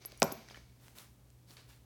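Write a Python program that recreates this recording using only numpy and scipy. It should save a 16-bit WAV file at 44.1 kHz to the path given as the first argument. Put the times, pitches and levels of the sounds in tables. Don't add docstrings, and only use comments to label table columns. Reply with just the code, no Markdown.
import sys
import numpy as np
from scipy import signal
from scipy.fft import rfft, irfft
from scipy.io import wavfile
from scipy.ndimage import uniform_filter1d

SR = 44100
rng = np.random.default_rng(int(sys.argv[2]) if len(sys.argv) > 2 else 0)


def convert_level_to_amplitude(level_db):
    exponent = np.asarray(level_db, float) / 20
    return 10 ** exponent


def unload_wav(signal):
    wavfile.write(
        sys.argv[1],
        SR,
        np.round(np.clip(np.atleast_2d(signal).T, -1, 1) * 32767).astype(np.int16),
    )


N = 81585

# (frequency [Hz], density [dB])
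AIR_TONE = [(25, -29.5), (45, -4), (100, -9.5), (200, -14.5), (400, -22), (1600, -35), (16300, -39),
            (17500, -52.5)]
# (frequency [Hz], t60 [s])
ROOM_DECAY = [(100, 0.93), (260, 0.33), (700, .4), (1840, 0.4), (4850, 0.27), (9000, 0.36), (16000, .12)]
# (frequency [Hz], level [dB])
ROOM_TONE = [(100, -0.5), (300, 1.5), (700, -0.5), (1300, 2.5), (2500, -3), (5500, -6.5), (8000, -8.5),
             (16000, -18.5)]
# (start [s], rise [s], fall t60 [s], level [dB])
BRIGHT_STROKES = [
    (0.778, 0.081, 0.69, -63),
    (0.9455, 0.055, 0.31, -55),
    (.95, 0.0053, 0.6, -60.5),
    (1.465, 0.048, 0.47, -60.5),
    (1.67, 0.028, 0.42, -63),
    (0.38, 0.02, 0.33, -74.5),
]
# (frequency [Hz], density [dB])
BRIGHT_TONE = [(120, -24), (200, -3.5), (372, -2.5), (574, -8), (643, -6.5), (991, -4.5), (15200, -11.5),
               (17000, -12), (18000, -29.5)]
# (start [s], rise [s], fall t60 [s], level [dB])
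DULL_STROKES = [(1.565, 0.0055, 0.41, -57.5), (1.7, 0.026, 0.22, -67.5), (.975, 0.024, 0.26, -64),
                (1.685, 0.012, 0.56, -68)]
# (frequency [Hz], density [dB])
DULL_TONE = [(180, -25), (300, 0), (620, -5), (793, -9), (1020, -3.5), (4330, -5), (12000, -22),
             (15600, -55), (22000, -120)]
# (start [s], rise [s], fall t60 [s], level [dB])
SQUEAK_STROKES = [(1.46, 0.045, 0.22, -65), (1.566, .004, 0.41, -66)]
# (start [s], rise [s], fall t60 [s], level [dB])
LEATHER_STROKES = [
    (0, 0.016, 2.3, -62),
    (.09, 0.023, 0.5, -65),
    (.25, 0.022, 1.14, -55),
    (.47, 0.041, 0.28, -58),
    (.54, 0.027, 0.34, -60.5),
]
# (frequency [Hz], density [dB])
LEATHER_TONE = [(120, -28.5), (200, 0), (918, -10.5), (2200, -10.5), (6350, -11), (7230, -20.5),
                (11300, -24.5), (12200, -26.5), (17000, -27.5)]
# (frequency [Hz], width [Hz], level [dB])
STRAP_PEAKS = [(2260, 120, -11.5), (4560, 400, -16)]
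# (frequency [Hz], level [dB], t60 [s])
BOOM_MODES = [(85, -43.5, 0.23), (144.5, -38.5, 0.29), (223.7, -42, 0.25)]
# (frequency [Hz], level [dB], t60 [s])
BAG_MODES = [(176, -40, 0.15), (226.9, -27, 0.11), (270, -35, 0.1), (385, -29, 0.12), (493, -37, 0.15),
             (567, -32, 0.17), (610, -38, 0.12), (667.7, -30.5, 0.15), (760, -37, 0.11), (905, -38, .1),
             (1000, -36.5, 0.1), (1116, -36.5, 0.1), (1270, -38, .1), (1373, -35, 0.078), ]
# (time [s], peak [dB], pitch [Hz], t60 [s], crack above ring [dB])
KNOCKS = [(0.0506, -32, 5100, 0.0026, -5), (.0505, -41, 900, 0.0034, -26), (.1205, -43.5, 4500, 0.0038, 4),
          (0.2, -38, 8160, 0.0072, -28.5), (0.2199, -12, 5200, 0.0021, -6),
          (0.2205, -13, 2500, 0.0043, -24), (0.2216, -15, 1200, 0.0066, -33.5),
          (.2228, -9, 680, 0.0071, -43.5), (0.2288, -5, 5730, 0.0022, -14), (0.2294, -21, 1000, 0.014, -23),
          (.3180, -32, 5000, 0.0033, -8), (0.3202, -37.5, 5000, .004, -7), (0.322, -32, 9800, 0.0048, -7),
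          (0.3234, -39, 6600, .012, -7), (.3220, -39.5, 380, 0.049, -30), (.3222, -40, 790, 0.022, -30),
          (.2330, -29.5, 8000, 0.0044, -10.5), (.0220, -53.5, 6000, .012, -7),
          (0.0528, -50.5, 450, .025, -26), (0.0576, -49, 7200, .01, -10.5), (.0990, -56, 7000, .008, -7),
          (.1190, -51.5, 2250, 0.013, -10), (0.1262, -50, 600, .02, -27.5),
          (0.175, -51.5, 10500, 0.022, -12), (.1755, -54.5, 7000, .01, -9.5),
          (.1760, -59.5, 5800, .08, -10.5), (0.487, -42.5, 5600, 0.0045, -9),
          (0.4866, -46.5, 1890, 0.013, -22), (0.5002, -42.5, 3360, 0.0052, -9),
          (0.5098, -40, 806, 0.0038, -22), (0.5458, -46, 1740, 0.031, -13), (0.545, -46, 3030, 0.02, -11),
          (.5105, -56, 5020, 0.053, -10), (.5700, -52.5, 2240, 0.06, 1), (.5580, -44, 1905, .01, -4),
          (.5740, -39.5, 407, 0.0046, -9)]
# (time [s], peak [dB], pitch [Hz], t60 [s], crack above ring [dB])
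SNAGS = [(0.8821, -47.5, 2940, 0.0033, 3), (0.9852, -44, 3974, .003, 9.5), (1.3030, -54, 4300, 0.0037, 5),
         (1.508, -45.5, 4400, 0.0048, -1), (1.569, -43.5, 4370, 0.0066, -6),
         (1.692, -53.5, 5030, 0.0053, 4)]
# (time [s], low ring [dB], high ring [dB], top ring [dB], long bar ring [dB])
CHINKS = [
    (0.057, -32, -35, -44, -73.5),
    (0.174, -70, -57, -56.5, -80),
    (.2003, -46.5, -45, -46.5, -68),
    (0.2283, -51.5, -50, -34, -53),
    (0.24, -48.5, -32, -50, -63),
    (0.2401, -54.5, -33, -54.5, -69),
    (0.241, -54.5, -33.5, -59.5, -69),
    (0.2435, -54.5, -33.5, -50, -73.5),
    (0.3227, -37, -33, -31.5, -64),
    (0.5703, -75, -72, -72, -89),
]
# (frequency [Hz], level [dB], t60 [s])
LOW_RING = [(11470, -2, .045), (10900, -4, .018), (10300, -10, .008)]
# (frequency [Hz], level [dB], t60 [s])
HIGH_RING = [(15290, 0, .01), (15330, -26, .1), (14400, -7, .007)]
# (frequency [Hz], level [dB], t60 [s])
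TOP_RING = [(16450, 0, .01), (16750, -20, .15), (16690, -25, .15)]
# (frequency [Hz], level [dB], t60 [s])
BAR_RING = [(12840, -1, .4), (12862, -16, .3), (11460, -1, .3), (11435, -11, .2), (5770, 0, .15)]
# (frequency [Hz], level [dB])
TREBLE_SHELF = [(17200, 0), (17500, -22), (19300, -26)]

SLAP_S = 0.2215


def evened(x):
    return x / np.sqrt(np.mean(x ** 2) + 1e-20)


def read(points, hz):
    f, value = np.transpose(points)
    return np.interp(np.log(hz + 1), np.log(f + 1), value)


def filtered(x, tone):
    hz = np.fft.rfftfreq(len(x), 1 / SR)
    return irfft(rfft(x) * convert_level_to_amplitude(read(tone, hz)), len(x))


def high_pass(x, order, edge_hz):
    return signal.sosfilt(signal.butter(order, edge_hz, "high", fs=SR, output="sos"), x)


def resonate(x, hz, width):
    turn = np.exp(2j * np.pi * hz * np.arange(len(x)) / SR)
    r = np.exp(-np.pi * width / SR)
    return 2 * (turn * signal.lfilter([1 - r], [1, -r], x / turn)).real


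def ring(modes, rise_s):
    t = np.arange(SR // 2) / SR
    dying = sum(convert_level_to_amplitude(db - 60 * t / t60) * np.sin(2 * np.pi * hz * t) for hz, db, t60 in modes)
    return (1 - np.exp(-t / rise_s)) * dying


def add(mix, s, sound):
    part = mix[round(s * SR):][:len(sound)]
    part += sound[:len(part)]


def strokes(table):
    t = np.arange(N) / SR
    power = np.zeros(N)
    for start, rise, fall, db in table:
        swell = np.clip((t - start) / rise, 0, 1)
        decay_db = 60 * np.maximum(t - start - rise, 0) / fall
        power += (swell * convert_level_to_amplitude(db - decay_db)) ** 2
    return np.sqrt(power)


def grit(slips_per_s, spread_db, smooth_db):
    slipping = rng.random(N) < slips_per_s / SR
    size = np.minimum(rng.exponential(1, N), 4)
    slips = slipping * rng.standard_normal(N) * convert_level_to_amplitude(spread_db * size)
    return evened(slips) + convert_level_to_amplitude(smooth_db) * rng.standard_normal(N)


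def quiet_room():
    t = np.arange(N) / SR
    hiss, rumble, waver = rng.standard_normal((3, N))
    for _ in range(2):
        rumble = resonate(rumble, 60.13, 8.8)
        waver = uniform_filter1d(waver, size=4000)
    hum_db = -64 + 1.2 * evened(waver)
    hum = np.sqrt(2) * convert_level_to_amplitude(hum_db) * np.sin(2 * np.pi * 121.2 * t + 1.6)
    return convert_level_to_amplitude(-64) * evened(filtered(hiss, AIR_TONE)) + convert_level_to_amplitude(-65.5) * evened(rumble) + hum


def room(x):
    room_db, start_s, spacing = -17, 0.0025, 20
    taps = np.zeros(SR)
    at = np.arange(0, SR - spacing, spacing)
    taps[at + rng.integers(0, spacing, len(at))] = rng.choice([-1., 1.], len(at))
    hz, t, z = signal.stft(taps, SR, nperseg=256)
    decay_db = 60 * t / read(ROOM_DECAY, hz)[:, None]
    tail = signal.istft(z * convert_level_to_amplitude(read(ROOM_TONE, hz)[:, None] - decay_db), SR, nperseg=256)[1]
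    fade_in = np.clip(np.arange(len(tail)) / SR / start_s - 1, 0, 1)
    tail = tail / np.linalg.norm(tail) * fade_in
    return convert_level_to_amplitude(room_db) * signal.fftconvolve(x, tail)[:N]


def bag_boom():
    out = np.zeros(N)
    add(out, SLAP_S, ring(BOOM_MODES, 0.014))
    return out


def cloth():
    bright = strokes(BRIGHT_STROKES) * evened(filtered(grit(2500, 2.1, 1.4), BRIGHT_TONE))
    dull = strokes(DULL_STROKES) * evened(filtered(grit(3000, 3.0, 2.5), DULL_TONE))
    squeak = strokes(SQUEAK_STROKES) * evened(resonate(grit(2300, 2.8, 1.6), 4500, 820))
    return bright + dull + squeak


def leather():
    rub = evened(filtered(grit(4000, 2.2, 3.0), LEATHER_TONE))
    peaks = sum(convert_level_to_amplitude(db) * evened(resonate(rub, hz, width)) for hz, width, db in STRAP_PEAKS)
    return strokes(LEATHER_STROKES) * (rub + peaks)


def bag_slap():
    out = np.zeros(N)
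    add(out, SLAP_S, ring(BAG_MODES, 0.003))
    return out


def knocks():
    partner_spread, partner_db, crack_hz, crack_t60_s = 0.25, -6.5, 7200, 0.005
    out = np.zeros(N)
    t = np.arange(SR // 10) / SR
    rows = [*KNOCKS, *SNAGS]
    noise = rng.standard_normal((len(rows), len(t)))
    cracks = signal.lfilter(*signal.butter(1, crack_hz, fs=SR), noise)
    offsets = rng.uniform(0.43, 1, len(rows)) * rng.choice([-1, 1], len(rows))
    ratios = 1 + partner_spread * offsets
    for (s, db, hz, t60, crack_db), crack, ratio in zip(rows, cracks, ratios):
        pair = np.sin(2 * np.pi * hz * t) + convert_level_to_amplitude(partner_db) * np.sin(2 * np.pi * hz * ratio * t)
        tone = convert_level_to_amplitude(-60 * t / t60) * pair * (1 - np.exp(-t / .0001))
        dying_crack = crack * convert_level_to_amplitude(crack_db - 60 * t / crack_t60_s)
        add(out, s, convert_level_to_amplitude(db) * (tone + dying_crack))
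    return out


def chinks():
    out = np.zeros(N)
    groups = np.array([ring(modes, 0.00033) for modes in (LOW_RING, HIGH_RING, TOP_RING, BAR_RING)])
    for s, *levels in CHINKS:
        add(out, s, convert_level_to_amplitude(np.array(levels)) @ groups)
    return out


def scene():
    buckle = high_pass(bag_slap() + knocks() + chinks(), 3, 140)
    background = quiet_room() + room(buckle) + bag_boom()
    return (background + cloth() + leather() + buckle)[None]


def top_cut(x):
    return signal.sosfilt(signal.butter(12, 19250, fs=SR, output="sos"), x)


def record(dry):
    mix = high_pass(dry, 2, 59.6)
    mix = filtered(mix[0], TREBLE_SHELF)[None]
    return top_cut(mix)


dry = scene()
out = record(dry)
unload_wav(out)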